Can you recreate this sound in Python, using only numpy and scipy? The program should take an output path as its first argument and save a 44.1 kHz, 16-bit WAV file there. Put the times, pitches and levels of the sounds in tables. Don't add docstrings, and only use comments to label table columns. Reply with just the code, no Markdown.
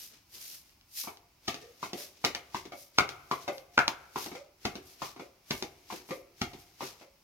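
import sys
import numpy as np
from scipy import signal
from scipy.fft import rfft, irfft, next_fast_len
from scipy.io import wavfile
from scipy.ndimage import uniform_filter1d

SR = 44100
rng = np.random.default_rng(int(sys.argv[2]) if len(sys.argv) > 2 else 0)


def persist_wave(psi):
    counts = np.round(np.clip(psi, -1, 1) * 32767).astype(np.int16)
    wavfile.write(sys.argv[1], SR, np.atleast_2d(counts).T)


N = 318843


def amp(db):
    return 10 ** (np.asarray(db) / 20)


def evened(x):
    return x / np.sqrt(np.mean(x ** 2) + 1e-20)


def read(points, hz):
    f, value = np.transpose(points)
    return np.interp(np.log(hz + 1), np.log(f + 1), value)


def add(mix, s, sound):
    part = mix[:, max(round(s * SR), 0):][:, :sound.shape[1]]
    part += sound[:, :part.shape[1]]


# (frequency [Hz], likeness [0 to 1])
LIKENESS = [(100, .985), (300, .86), (600, .58), (1200, .32), (2500, .2), (16000, .1)]


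def diffuse(size):
    hz = np.fft.rfftfreq(size, 1 / SR)
    left, other = rfft(rng.standard_normal((2, size)))
    same = np.clip(read(LIKENESS, hz), -1, 1)
    right = same * left + np.sqrt(1 - same ** 2) * other
    return hz, np.array([left, right])


def noise(colour):
    size = next_fast_len(N)
    hz, spectra = diffuse(size)
    coloured = irfft(spectra * amp(read(colour, hz)), size)
    return evened(coloured[:, :N])


def wander(rate_hz):
    knots = rng.standard_normal(N // 20)
    return np.interp(np.arange(N) * rate_hz / SR, np.arange(len(knots)), knots)


# (frequency [Hz], level [dB])
STILL_AIR = [(12, -41.5), (20, 7.5), (65, 10.5), (204, 1), (328, 1.5), (459, -9.5), (873, -1.5), (1710, -9),
             (2320, -2.5), (3440, -8.5), (5380, -3.5), (7950, -15), (13900, -11), (16000, -10)]
STILL_AIR_DB = -66.5


def still_air(sway_db=1, sway_hz=6):
    return noise(STILL_AIR) * amp(STILL_AIR_DB + sway_db * wander(sway_hz))


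# (frequency [Hz], level [dB])
HISS = [(300, -30.5), (1400, -12), (2400, 0.5), (3500, 3), (5400, 9.5), (6600, 6), (7900, -1), (9200, 4),
        (10400, 2.5), (12500, 9), (14000, 4.5), (16000, -7.5)]
# (frequency [Hz], level [dB])
RUB = [(100, -7), (320, 3), (900, -5), (1600, -2.5), (2400, 1), (3600, 0.5), (5400, 3), (6500, -0.5),
       (8000, -8.5), (12000, -13.5)]
# (time at full speed [s], hold [s], hiss level [dB], rub level [dB])
STROKES = [(0, 0.049, -47, -58), (.12, 0.036, -83, -58.5), (0.349, 0.018, -49.5, -54.5),
           (0.412, 0.14, -47.5, -59), (.66, 0.05, -68, -71), (.985, .025, -35.5, -64),
           (1.62, 0.0069, -81, -57), (1.842, 0.012, -53.5, -47.5), (1.989, 0.037, -44.5, -47.5),
           (2.16, 0.013, -78, -60.5), (2.566, 0.011, -56, -47), (2.779, 0.045, -52, -76),
           (3.335, 0.017, -53.5, -55), (3.42, 0.0088, -58, -52.5), (3.533, 0.044, -58, -74),
           (4.186, 0.062, -45.5, -45), (4.355, 0.0054, -81, -51), (4.87, 0.048, -57, -63),
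           (5.036, 0.029, -51.5, -45.5), (5.212, 0.028, -67.5, -60.5), (5.525, 0.067, -50, -56),
           (5.917, 0.044, -52.5, -47.5), (6.092, 0.065, -56, -59), (6.593, 0.022, -61.5, -65),
           (6.833, 0.038, -50, -44.5), (7.003, 0.02, -68, -60)]
GRIP_DB_PER_S, RELEASE_DB_PER_S = 348, 199.5
WINDUP_S, WINDUP_HISS_DB, WINDUP_RUB_DB = 0.025, -63.5, -59.5
SKID_S, SKID_HISS_DB, SKID_RUB_DB = 0.11, -68, -64.5
SWING_S, SWING_HISS_DB, SWING_RUB_DB = 0.336, -70, -67.5


def sliding(grain_db=1.6, grain_hz=350, hiss_left_db=0.3, rub_left_db=1.1):
    t = np.arange(0, N, 64) / SR
    left = np.array([[1], [-1]])
    moves = list(STROKES)
    for s, *_ in SLAPS:
        moves.append((s - WINDUP_S, WINDUP_S, WINDUP_HISS_DB, WINDUP_RUB_DB))
        moves.append((s, SKID_S, SKID_HISS_DB, SKID_RUB_DB))
        moves.append((s, SWING_S, SWING_HISS_DB, SWING_RUB_DB))
    power = 0
    for s, hold, hiss_db, rub_db in moves:
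        swell_db = -GRIP_DB_PER_S * np.maximum(s - t, 0)
        fade_db = -RELEASE_DB_PER_S * np.maximum(t - s - hold, 0)
        shape_db = swell_db + fade_db
        power = power + amp([hiss_db + shape_db, rub_db + shape_db]) ** 2
    hiss, rub = (np.interp(np.arange(N) / SR, t, np.sqrt(p)) for p in power)
    sound = noise(HISS) * hiss * amp(left * hiss_left_db)
    sound += noise(RUB) * rub * amp(left * rub_left_db)
    return sound * amp(grain_db * wander(grain_hz))


# (multiple of its pitch, level [dB], width [Hz], share of the fading time)
OVEN_MODES = [(1.001, 3.5, 20, 0.98), (2.02, -19, 30, 0.48), (3.8, -7.5, 60, 0.6)]
# (time [s], level [dB], first pitch [Hz], last pitch [Hz], swell [s])
HOLLOWS = [(1.60, -55, 340, 507, 0.038), (1.96, -55.5, 528, 594, 0.014), (2.725, -54.5, 557, 571, 0.011),
           (3.482, -38, 576, 546.5, 0.0048), (4.33, -49, 460, 579, 0.035), (5.20, -55.5, 517, 551, 0.022),
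           (6.11, -41.5, 517.4, 541.6, 0.0091), (7.02, -60.5, 555, 549, .011)]
HOLLOW_T60_S = 0.38


def oven(glide_s=0.0499):
    out, t = np.zeros((2, N)), np.arange(SR // 2) / SR
    for s, db, first_hz, last_hz, swell in HOLLOWS:
        shift_hz = (first_hz - last_hz) * np.exp(-t / glide_s)
        glide = np.exp(2j * np.pi * np.cumsum(shift_hz) / SR)
        for multiple, mode_db, width_hz, share in OVEN_MODES:
            hz, spectra = diffuse(len(t))
            resonance = 1 / (1 + ((hz - multiple * last_hz) / (2 * width_hz)) ** 2)
            breath = np.fft.ifft(spectra * resonance, len(t))
            fade_db = -60 * np.maximum(t - swell, 0) / (HOLLOW_T60_S * share)
            fade = np.minimum(t / swell, 1) * amp(fade_db)
            ring = evened((breath * glide).real * fade)
            add(out, s, ring * np.sqrt(np.mean(fade ** 2)) * amp(db + mode_db))
    return out


# (frequency [Hz], early level [dB], early t60 [s], late level [dB], late t60 [s])
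ROOM = [(80, -14, 0.08, -1.5, 0.84), (197, 4, 0.097, -7, 0.2), (525, 5.5, 0.24, -4.5, 0.91),
        (890, 3.5, 0.18, -7.5, 0.7), (2200, 4.5, 0.2, -9, 0.8), (4660, -3.5, 0.16, -13.5, 0.23),
        (12000, 7.5, 0.19, -28, 0.31)]
# (frequency [Hz], width [Hz], boost [dB])
STANDING = [(80, 20, 2), (141.8, 7.3, 11.5), (378, 23, 5), (705, 25, 10.5), (808, 11.45, 10),
            (1185, 41, 5.5), (1304, 20, 3), (1373, 10, 1.5), (2140, 21, 9), (2226, 33, 1)]
# (delay at left microphone [s], delay at right microphone [s], level [dB])
ECHOES = [(.0011, 0.0014, -21), (.0023, .00215, -20), (.0047, 0.009, -30), (0.0099, .01, -33),
          (0.0113, 0.012, -24)]


def room(size=32768, build_s=0.0011, tail_db=-1):
    t = np.arange(size) / SR
    hz, spectra = diffuse(size)
    spectra *= amp(sum(db / (1 + (2 * (hz - f) / width) ** 2) for f, width, db in STANDING))
    centres, out = [row[0] for row in ROOM], np.zeros((2, size))
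    for share, (_, early_db, early_t60, late_db, late_t60) in zip(np.eye(len(ROOM)), ROOM):
        band = irfft(spectra * read(list(zip(centres, share)), hz))
        early = amp(2 * early_db - 120 * t / early_t60) / early_t60
        late = amp(2 * late_db - 120 * t / late_t60) / late_t60
        fade = np.sqrt((early + late) * 2 * np.log(1000) / SR)
        tail = band * fade
        out += tail * np.sqrt(np.mean(band ** 2) * np.mean(fade ** 2) / np.mean(tail ** 2))
    out *= amp(tail_db) * (1 - np.exp(-t / build_s))
    for left_s, right_s, db in ECHOES:
        out[[0, 1], [round(left_s * SR), round(right_s * SR)]] += amp(db)
    return out


def heard(sound, reflections, lag_s=0.00011):
    paths = reflections.copy()
    paths[[0, 1], [round(lag_s * SR), 0]] += 1
    return signal.fftconvolve(sound[None], paths, axes=1)


def pulse(gain):
    both_halves = np.r_[gain, gain[-2:0:-1]]
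    log_gain = np.log(np.maximum(both_halves, 1e-5))
    return np.fft.ifft(np.exp(np.conj(signal.hilbert(log_gain)))).real


def contact(span, t, rise=0.58, fall=0.94, rush_db=-28, rush_s=0.0023, main_db=5, main_s=0.00037, grit=1.21):
    grains = rng.standard_normal(len(t))
    grains = np.sign(grains) * abs(grains) ** grit
    touch = np.exp(-abs(t) / (abs(span) * np.where(t < 0, rise, fall)))
    touch += amp(rush_db) * np.exp(-abs(t) / rush_s)
    touch += amp(main_db) * np.exp(-(t / main_s) ** 2)
    spectrum = rfft(grains * touch)
    smooth_power = uniform_filter1d(abs(spectrum) ** 2, size=61)
    return irfft(spectrum / np.sqrt(smooth_power))


# (frequency [Hz], level [dB])
THUMP = [(20, -9.5), (55, -4), (150, 0.5), (260, 1.5), (600, -24.5), (2000, -48.5)]
PLOP = [(40, -44), (150, -14), (270, -5.5), (380, -5), (560, -17), (1000, -25.5), (4000, -53.5)]
SMACK = [(100, -35), (500, -8.5), (780, -5.5), (1400, -6), (1750, -15.5), (2300, -4), (3000, -15.5),
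         (6000, -28), (16000, -56.5)]
CRACK = [(200, -34.5), (1500, -10), (2500, -5), (4500, 1.5), (6300, -6), (8000, -22.5), (12000, -23.5),
         (16000, -28)]
LEAD_S = 0.02


def blows(rows, pocket_width_hz=190, pocket_room_db=-4.5, pocket_lead_s=0.001552, push_lead=0.35, balance_db=1.0):
    hz, t = np.fft.rfftfreq(4096, 1 / SR), np.arange(4096) / SR - LEAD_S
    out, sides = np.zeros((2, N)), amp([[balance_db], [-balance_db]])
    for s, thump_db, plop_db, smack_db, crack_db, ring_db, ring_hz, span, room_db in rows:
        walls = room()
        thump, plop = amp(thump_db + read(THUMP, hz)), amp(plop_db + read(PLOP, hz))
        push = pulse(np.hypot(thump, plop))
        add(out, s - push_lead * span, heard(push, walls * amp(room_db / 2)))

        smack, crack = amp(smack_db + read(SMACK, hz)), amp(crack_db + read(CRACK, hz))
        skin = pulse(np.hypot(smack, crack))
        spatter = signal.fftconvolve(skin, contact(span, t))
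        add(out, s - LEAD_S, sides * heard(spatter, walls * amp(room_db)))

        age = np.maximum(t + pocket_lead_s, 0)
        swell = age ** 2 * np.exp(-2 * np.pi * pocket_width_hz * age)
        ring = 2 * swell / swell.sum() * np.sin(2 * np.pi * ring_hz * age)
        add(out, s - LEAD_S, amp(ring_db) * sides * heard(ring, walls * amp(pocket_room_db)))
    return out



# (time [s], level [dB])
TICKS = [(.695, -30), (.812, -28.5), (1.172, -21), (3.582, -12.5)]


def ticks(body_db=-25, pocket_hz=800, contact_s=0.0008, room_db=-6):
    rows = []
    for s, db in TICKS:
        body = db + body_db
        rows.append((s, body, body, body, db, body, pocket_hz, contact_s, room_db))
    return rows


# (time [s], weight [dB], touch [dB], air pocket pitch [Hz])
CATCHES = [(1.04, -11, -16, 1080), (2.722, -1, -8, 584), (3.48, 11, 1.5, 645), (4.317, 3.5, -11, 850),
           (4.352, -6, -10.5, 800), (5.164, -3.5, -16, 1140), (5.197, 2, -10, 924), (5.926, 7, -9.5, 714),
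           (6.09, -5, -13.5, 750), (6.109, 10.5, -2.5, 715), (6.822, 5.5, -9.5, 860),
           (7.013, -9.5, -18, 582)]


def catches(thump_db=-19, crack_db=-11, pocket_db=5, contact_s=0.00384, room_db=5):
    return [(s, weight + thump_db, weight, touch, touch + crack_db, touch + pocket_db, hz, contact_s, room_db)
            for s, weight, touch, hz in CATCHES]


# (time [s], weight [dB], strength [dB], air pocket pitch [Hz])
PATS = [(1.074, -3, 3.5, 940), (1.83, 2.5, 11.5, 1054), (2.547, 5.5, 15.5, 974), (3.3139, 8, 20.5, 1064),
        (4.16, 4, 13.5, 1000), (5.02, 2.5, 10.5, 1052), (5.903, -11, 4.5, 955), (6.808, -5.5, 7, 934)]
DRY_PER_DB = 0.4652


def pats(thump_db=-9, smack_db=-19.0, crack_db=-27, contact_s=0.0036, room_db=14.5):
    return [(s, weight + thump_db, weight, db + smack_db, db + crack_db, db, hz, contact_s,
             room_db - DRY_PER_DB * db) for s, weight, db, hz in PATS]


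# (time [s], weight [dB], snap [dB], air pocket pitch [Hz])
FLAPS = [(1.544, -0.5, -8, 850), (1.933, 12, -5.5, 726), (2.3501, -1.5, 0.5, 1770), (2.654, -0.5, -21, 880),
         (3.091, -6, -6, 910), (3.8802, 12.5, 9.5, 950), (4.262, 2.5, -12, 780), (4.7549, 6, -11.5, 1050),
         (5.6251, 10, -1, 833), (6.534, -2.5, -21.5, 825)]
SNAP_S = 0.001
THUMP_DB_PER_S = 1.5


def flaps(thump_db=-22, crack_db=1, pocket_db=2, room_db=-3):
    return [(s, weight + thump_db + THUMP_DB_PER_S * s, weight, snap, snap + crack_db, snap + pocket_db, hz,
             SNAP_S, room_db - DRY_PER_DB * snap) for s, weight, snap, hz in FLAPS]


# (time [s], weight [dB], smack [dB], air pocket pitch [Hz])
FOLDS = [(2.243, 8, 8, 850), (2.357, -12.5, -4.5, 2400), (2.996, -1, 12, 2290), (3.007, 13.5, 9, 2220),
         (3.791, 5, 17, 1610)]


def folds(thump_db=-5, crack_db=-14, pocket_db=3, contact_s=0.003, room_db=-2):
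    return [(s, weight + thump_db, weight, smack, smack + crack_db, smack + pocket_db, hz, contact_s, room_db)
            for s, weight, smack, hz in FOLDS]


# (time [s], weight [dB], smack [dB], crack [dB],
# air pocket level [dB], air pocket pitch [Hz], contact time [s])
SLAPS = [(1.482, 11, 5.5, 4.5, 8, 804, 0.0045), (2.249, 12, 10.5, 12, 12.5, 887, 0.0018),
         (2.986, 15, 22, 13.5, 26, 1350, 0.0039), (3.779, 16.5, 22.5, 0, 27, 1430, 0.0027),
         (4.654, 13.5, 8.5, 2, -1, 782, 0.0049), (5.509, 12.5, 7.5, 4, -2, 855, 0.0035),
         (6.417, 12.5, 8, 2.5, 8.5, 690, 0.0032)]


def slaps(thump_db=-11.5, room_db=3):
    return [(s, weight + thump_db + THUMP_DB_PER_S * s, weight, smack, crack, pocket, hz, span,
             room_db - DRY_PER_DB * smack) for s, weight, smack, crack, pocket, hz, span in SLAPS]


def scene():
    dough = ticks() + catches() + pats() + flaps() + folds() + slaps()
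    return still_air() + sliding() + oven() + blows(dough)


def record(dry, low_cut_hz=36, edge_hz=16200):
    bass_cut = signal.butter(2, low_cut_hz, "highpass", fs=SR, output="sos")
    dry = signal.sosfilt(bass_cut, dry)
    band_limit = signal.firwin(511, edge_hz, window=("kaiser", 9), fs=SR)
    return signal.oaconvolve(dry, band_limit[None], "same")


dry = scene()
out = record(dry)
persist_wave(out)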